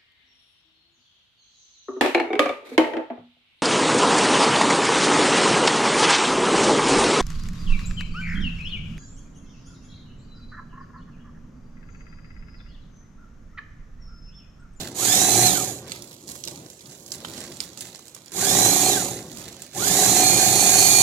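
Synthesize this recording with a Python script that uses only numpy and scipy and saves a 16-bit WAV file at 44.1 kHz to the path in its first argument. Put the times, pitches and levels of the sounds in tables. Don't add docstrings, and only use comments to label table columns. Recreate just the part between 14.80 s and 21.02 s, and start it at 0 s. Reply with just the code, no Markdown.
import sys
import numpy as np
from scipy import signal
from scipy.fft import rfft, irfft
from scipy.io import wavfile
from scipy.ndimage import uniform_filter1d

SR = 44100
rng = np.random.default_rng(int(sys.argv[2]) if len(sys.argv) > 2 else 0)


def digitize_waveform(pressure):
    field = np.atleast_2d(pressure).T
    bounded = np.clip(field, -1, 1)
    quanta = np.round(bounded * 32767).astype(np.int16)
    wavfile.write(sys.argv[1], SR, quanta)


def volts_from_db(level):
    exponent = np.asarray(level, float) / 20
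    return 10 ** exponent


N = 274302
TIME = np.arange(N) / SR

# start_s, crackle_db, brightness_db_per_octave (about 6 kHz), rub_db
SACK_HANDLING = [(0, -34, 0.8, -35), (.12, -49, -1, -41.5), (.95, -70, -11, -42.5), (1.1, -42, 1, -42.5),
                 (1.46, -52.5, 3, -52), (1.49, -39.5, 3.5, -43.5), (1.63, -46.5, 2.5, -53),
                 (1.68, -46, 2, -40.5), (2.0, -51, 2, -54), (2.12, -46.5, 2.5, -47.5),
                 (2.26, -49.5, 7, -51.5), (2.38, -48, 0.8, -45.5), (2.56, -37.5, 0.1, -40),
                 (2.7, -45.5, 1.5, -44), (2.95, -49, 1, -51), (3.05, -41.5, 2, -47), (3.17, -52, 1.5, -52),
                 (3.5, -54, 0, -55), (4.38, -48, -3.5, -41), (4.51, -46, 1.5, -46), (4.59, -39.5, 0, -41.5),
                 (4.8, -48, 1, -48.5), (4.92, -50.5, 0, -53)]
# (300 to 2000 Hz, against the snap)
LOUD_CREASES = [(0.0543, -33, 3270, 6), (0.084, -31, 7200, -4), (1.119, -16, 4340, -32),
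                (1.2217, -27, 7300, -21), (1.3309, -43, 6780, -19), (1.479, -27, 6510, -22),
                (1.5546, -28, 7710, -3), (1.6379, -19.5, 4470, -27), (1.651, -25, 7800, -34),
                (1.6746, -21, 4280, -24), (1.6827, -18.5, 5840, -15), (1.9014, -29, 7000, -25),
                (2.0083, -35, 5000, -18), (2.0582, -34, 3870, -21), (2.2624, -29, 6480, -16),
                (2.3187, -15, 5900, -27), (2.3397, -29, 6000, -11), (2.4482, -24.5, 2550, 1.5),
                (2.639, -25, 6060, -6), (2.7687, -30, 5820, -13), (2.8033, -12.5, 5400, -25),
                (2.9741, -25, 5950, -13), (3.0077, -20.5, 6400, -25), (3.1268, -45, 5880, -27),
                (3.148, -28, 5700, -7), (3.1572, -29, 6570, -23), (3.1921, -30.5, 6440, -4.5),
                (3.2809, -29.5, 6700, -16), (3.3473, -28, 6630, -18), (3.364, -33.5, 6850, 0),
                (3.4595, -32.5, 7200, -20), (3.4805, -32, 4600, -24), (3.519, -25.5, 7140, -13),
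                (4.8196, -22.5, 6860, -16), (4.9487, -22.5, 6800, -15)]
# frequency_hz, level_db
WEAVE_SPECTRUM = [(410, -19), (700, -3.5), (1030, -10.5), (2100, -5.5), (3000, -7), (4010, -3), (5020, -7),
                  (7270, -2.5), (9340, -12), (11000, -11.5), (15000, -19), (15900, -21), (16500, -38)]
# frequency_hz, level_db
RUB_SPECTRUM = [(18, -72), (30, -54), (57, -7.5), (113, -1), (317, -5), (355, -3), (439, -11.5), (535, -8),
                (640, -12.5), (1500, -25), (1950, -26), (3300, -120)]
# on_s, off_s, free_running_slot_rate_hz
TRIGGER_PULLS = [(-.9, -.31, 2190), (.1358, .67, 2181), (3.5141, 4.09, 2207), (4.9276, 7, 2215)]
# level_db at 2200 slots/s, then loss_db per halving under power and coasting
HISS_BY_SPEED = (-17.5, 10.1, 10.4)
DRIVE_BY_SPEED = (-25, 7.3, 5.8)
WHINE_BY_SPEED = (-29, 6, 9)
# start_s, hiss_db, needle_drive_db, whine_db
MACHINE_SWAY = [(.25, 2, -0.5, 4.5), (.36, 2, 1.4, 7), (.46, -0.3, 0.5, -2.5), (.68, 0, 2.5, 3),
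                (.9, 0, 0.5, 10), (3.6, 0.4, 1.5, 5), (3.87, .5, 4.5, 1), (4.0, -1, -2, -10),
                (4.15, -1.9, 1.5, 5), (5.0, -0.8, 3, 7.2), (5.23, 1.5, 1.5, -6), (5.48, -0.3, 0.9, 3),
                (5.71, -.5, .1, -3.5), (5.95, 1.5, -1, 3.5), (6.22, .5, -1, 5)]
# multiple of slot rate, clean_db, smeared_db, smear_rate_hz,
# slow_loss_db (per halving of speed, before the power or coasting share)
WHINE_PARTIALS = [(1, -9, -13, 110, 4), (1.091, -4, -18, 120, 60), (1.136, -4, -18, 120, 60),
                  (2, 2, -9, 250, 16), (3, -12, 1, 704, 45), (4, -22, -3, 600, 45), (5, -17.5, -5, 700, 45)]
# frequency_hz, level_db
SHELL_RESPONSE = [(300, -22), (640, -8), (750, 11), (880, -3), (1100, -3), (1300, -1), (1670, 4),
                  (2050, -7), (2260, -10), (2400, 4), (2530, -8), (2900, -9), (3500, 3), (4400, 1),
                  (12000, 1)]
# frequency_hz, level_db
HISS_SPECTRUM = [(600, -30.5), (1000, -14.5), (1450, -18.5), (1670, -12.5), (2030, -14), (2440, -13.5),
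                 (2850, -17), (3900, -9.5), (5200, -14), (6790, -1.5), (9400, -9.5), (10900, -10.5),
                 (15200, -18.5), (16500, -79)]
MAIN_KNOCKS = [.519, 3.857, 5.6275]
# share of the cycle, casing_db, frame_thud_db, tick_db
STITCH_KNOCKS = [(.001, 0, -3, -1), (.33, -12, -9, -8), (.6, -6, 0, -2)]
# pitch_hz, level_db, t60_s
CASING_MODES = [(743.7, -0.5, 0.084), (840.4, -5, 0.044), (1190, -8, 0.0087), (665, -4.5, 0.032)]
# pitch_hz, level_db, t60_s
FRAME_MODES = [(115.7, -4.5, 0.26), (178.4, -1, 0.096), (294.6, -2, 0.096), (344.7, -4, 0.16),
               (404.6, 3.5, 0.053), (506.5, -10, 0.16), (564, -0.5, 0.052)]
# frequency_hz, level_db
PHONE_SHADOW = [(40, -.4), (120, -.15), (300, -.6), (800, -1.2), (1300, -7), (2500, -13)]
# frequency_hz, level_db
PORT_BALANCE = [(60, 1.5), (150, 1.5), (380, -1.5), (700, -1.5), (1300, -1), (2400, -2), (3500, -9),
                (5500, -13), (7500, -10), (9500, -3), (12000, -11), (15000, -11)]
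# frequency_hz, level_db
MIC_RESPONSE = [(20, -56), (50, -5), (90, -3.5), (130, -1.5), (300, 0.08)]


def curve(table):
    start_s, *columns = np.transpose(table)
    return [np.interp(TIME, start_s, column) for column in columns]


def unit(x):
    return x / np.sqrt(np.mean(x ** 2))


def read(points, hz):
    f, db = np.transpose(points)
    return np.interp(np.log(hz + 1), np.log(f), db)


def colour(x, points):
    log_gain = read(points, np.fft.rfftfreq(4096, 1 / SR)) * np.log(10) / 20
    cepstrum = irfft(log_gain)
    cepstrum[1:2048] *= 2
    cepstrum[2049:] = 0
    return signal.fftconvolve(x, irfft(np.exp(rfft(cepstrum))))[:N]


def band_noise(noise, order, low_hz, high_hz):
    return signal.lfilter(*signal.butter(order, [low_hz, high_hz], "band", fs=SR), noise)


def walk(rate_hz):
    k = max(int(SR / rate_hz), 2)
    return unit(uniform_filter1d(uniform_filter1d(rng.standard_normal(N), k), k))


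def grit(per_s, spread_db):
    size_db = spread_db * np.minimum(rng.exponential(size=N), 3)
    return (rng.random(N) < per_s / SR) * np.sign(rng.standard_normal(N)) * volts_from_db(size_db)


def bursts(per_s, spread_db, t60_s):
    fall = volts_from_db(-60 / (t60_s * SR))
    return unit(signal.lfilter([1], [1, -fall], np.abs(grit(per_s, spread_db))))


def crackle(bright_db):
    shared = bursts(120, 4.5, 0.009)
    out = 0
    for hz in (1000, 2000, 4000, 8000, 14000):
        edges_hz = [hz / 2 ** 0.5, min(hz * 2 ** 0.5, 20000)]
        band = signal.butter(2, edges_hz, "band", fs=SR, output="sos")
        slips = 1.46 + shared + 0.49 * bursts(100, 4.6, 0.013)
        tilt = volts_from_db(bright_db * np.log2(hz / 6000) + 1.2 * walk(18))
        out = out + tilt * slips * signal.sosfilt(band, rng.standard_normal(N))
    return colour(out, WEAVE_SPECTRUM)


def settling():
    below_peak_db, t60_s = -20, 0.24
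    kicks = np.zeros(N)
    for start_s, peak_db, *_ in LOUD_CREASES:
        kicks[int(start_s * SR)] = volts_from_db(2 * (peak_db + below_peak_db))
    return signal.lfilter([1], [1, -volts_from_db(-120 / (t60_s * SR))], kicks)


def rub():
    return unit(colour(rng.standard_normal(N) * volts_from_db(walk(39)), RUB_SPECTRUM))


def small_creases(crackle_db):
    over_crackle_db, scatter_db = 9, 2.5
    low_hz, high_hz, lows_db = 3840, 8150, -13
    small = []
    for when, size, pitch in rng.random((60, 3)):
        start_s = when * TIME[-2001]
        peak_db = np.interp(start_s, TIME, crackle_db) + over_crackle_db - scatter_db * np.log(1 - size)
        small.append((start_s, peak_db, low_hz + (high_hz - low_hz) * pitch, lows_db))
    return small


def add_creases(out, creases):
    t = TIME[:2000]
    shape = volts_from_db(-60 * t / 0.013) * np.minimum(t / 0.00045, 1)
    noise = rng.standard_normal((len(creases), 2, len(t)))
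    for (start_s, peak_db, hz, lows_db), (high, low) in zip(creases, noise):
        snap = band_noise(high, 2, hz * 0.68, min(hz * 1.53, 18000)) * shape
        thump = band_noise(low, 1, 300, 2000) * shape
        i = int(start_s * SR)
        both = snap / np.abs(snap).max() + volts_from_db(lows_db) * thump / np.abs(thump).max()
        out[i:i + len(t)] += volts_from_db(peak_db) * both


def sack():
    crackle_db, bright_db, rub_db = curve(SACK_HANDLING)
    crackle_level = np.sqrt(volts_from_db(2 * crackle_db) + settling())
    out = crackle_level * unit(crackle(np.clip(bright_db, -5, 5)))
    out += volts_from_db(rub_db) * rub()
    add_creases(out, small_creases(crackle_db) + LOUD_CREASES)
    return out


def speed():
    spin_up_s, spin_up_power = 0.2172, 2.632
    bearing_drag_hz_per_s, fan_drag_s = 3550, 0.62
    stall = bearing_drag_hz_per_s * fan_drag_s
    hz = np.full(N, 2.0)
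    for on_s, off_s, top_hz in TRIGGER_PULLS:
        powered_s = np.clip(TIME - on_s, 0, off_s - on_s)
        spun = top_hz * (1 - (1 + powered_s / spin_up_s) ** -spin_up_power)
        coast = np.exp(-np.maximum(TIME - off_s, 0) / fan_drag_s)
        hz = np.maximum(hz, (spun + stall) * coast - stall)
    return hz


def loudness(hz, law):
    top_db, powered_db, coasting_db = law
    coasting = uniform_filter1d(1.0 * (np.gradient(hz) <= 0), 400)
    return top_db + np.log2(hz / 2200) * (powered_db + (coasting_db - powered_db) * coasting)


def brush_and_fan_hiss():
    air = rng.standard_normal(N) * volts_from_db(1.26 * walk(240))
    return unit(colour(air + 0.47 * unit(grit(1500, 5.9)), HISS_SPECTRUM))


def whine(hz, slots):
    tones = 0
    octaves = np.log2(hz / 2200)
    steady_db = 18 * octaves
    coasting = uniform_filter1d(1.0 * (np.gradient(hz) < 0), 1500)
    for k, clean_db, smear_db, smear_rate_hz, slow_db in WHINE_PARTIALS:
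        wobble = walk(smear_rate_hz) + 1j * walk(smear_rate_hz)
        clean = volts_from_db(clean_db + (k - 1) * steady_db + 1.2 * walk(20))
        tone = (clean + volts_from_db(smear_db) * wobble) * np.exp(2j * np.pi * k * slots)
        level_db = read(SHELL_RESPONSE, k * hz) + slow_db * octaves * (0.5 + 0.35 * coasting)
        tones = tones + volts_from_db(level_db) * tone.real
    return tones


def ring(x, modes):
    t = TIME[:SR // 4]
    response = np.zeros(len(t))
    for k, (hz, db, t60_s) in enumerate(modes):
        response += (-1) ** k * volts_from_db(db) * np.sin(2 * np.pi * hz * t) * volts_from_db(-60 * t / t60_s)
    return signal.fftconvolve(x, response)[:N]


def stitch_blows(slots):
    slots_per_stitch = 71.0
    burst = np.searchsorted([0, 2, 4.7], TIME, side="right") - 1
    stitch = (slots - np.interp(MAIN_KNOCKS, TIME, slots)[burst]) / slots_per_stitch
    blows = np.zeros((3, N))
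    for share, *levels_db in STITCH_KNOCKS:
        at = np.flatnonzero(np.diff(np.floor(stitch - share)) == 1)
        chance = rng.standard_normal((N // 500, 2))[:len(at)]
        at = np.clip(at + (4 * chance[:, 0]).astype(int), 0, N - 1)
        blows[:, at] += volts_from_db(np.array(levels_db)[:, None] + 1.2 * chance[:, 1])
    return blows


def needle_drive(slots, drive_db):
    casing_blows, frame_blows, tick_blows = stitch_blows(slots)
    casing_blows *= (np.gradient(slots) * SR / 2200) ** 0.88
    rattle = grit(900, 3.9)
    soft = signal.windows.hann(45)
    casing = ring(np.convolve(casing_blows + volts_from_db(-32) * rattle, soft[::3], "same"), CASING_MODES)
    frame = ring(np.convolve(frame_blows + volts_from_db(-17.5) * rattle, soft, "same"), FRAME_MODES)
    tick_noise = rng.standard_normal(400) * volts_from_db(-60 * TIME[:400] / 0.01)
    tick = signal.fftconvolve(tick_blows, tick_noise)[:N]
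    tick = colour(tick, [(500, -3), (1200, 9), (3300, 23), (7000, 21), (16000, -90)])
    loud = TIME > 5.2
    parts = ((casing, -2.5), (frame, -3), (tick, -12))
    return volts_from_db(drive_db) * sum(volts_from_db(db) * part / np.std(part[loud]) for part, db in parts)


def machine():
    hz = speed()
    slots = np.cumsum(hz) / SR
    hiss_sway, drive_sway, whine_sway = curve(MACHINE_SWAY)
    drive = needle_drive(slots, loudness(hz, DRIVE_BY_SPEED) + drive_sway)
    tones = volts_from_db(loudness(hz, WHINE_BY_SPEED) + whine_sway) * whine(hz, slots)
    hiss = volts_from_db(loudness(hz, HISS_BY_SPEED) + hiss_sway) * brush_and_fan_hiss()
    return drive + tones + hiss


def smear(x, t60_s):
    t = TIME[:int(t60_s * SR)]
    tail = rng.standard_normal(len(t)) * volts_from_db(-60 * t / t60_s)
    return signal.fftconvolve(x, tail / np.sqrt(np.sum(tail ** 2)))[:N]


def scatter(x, t60_s):
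    weights = np.array([walk(17.6) for _ in range(4)])
    weights /= np.sqrt(np.sum(weights ** 2, axis=0))
    return sum(w * smear(x, t60_s) for w in weights)


def scene():
    near = sack() + machine()
    echo = [(f, 10 * np.log10(1 - min(volts_from_db(2 * db), 0.999))) for f, db in PHONE_SHADOW]
    lead = 9 + 4 * walk(2)
    direct = colour(np.interp(TIME + lead / SR, TIME, near), PHONE_SHADOW)
    left = direct + colour(scatter(near, 0.037), echo)
    right = near + volts_from_db(-12) * colour(smear(near, 0.25), echo)
    left_tone = [(f, 20 * np.log10(2 / (1 + volts_from_db(-db)))) for f, db in PORT_BALANCE]
    right_tone = [(f, 20 * np.log10(2 / (1 + volts_from_db(db)))) for f, db in PORT_BALANCE]
    return np.array([colour(left, left_tone), colour(right, right_tone)])


def band_limit(x):
    return signal.sosfilt(signal.butter(12, 17020, fs=SR, output="sos"), x)


def record(dry):
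    heard = np.array([colour(port, MIC_RESPONSE) for port in dry])
    mix = np.tanh(1.115 * heard) / 1.055
    return band_limit(mix)


dry = scene()
out = record(dry)
digitize_waveform(out)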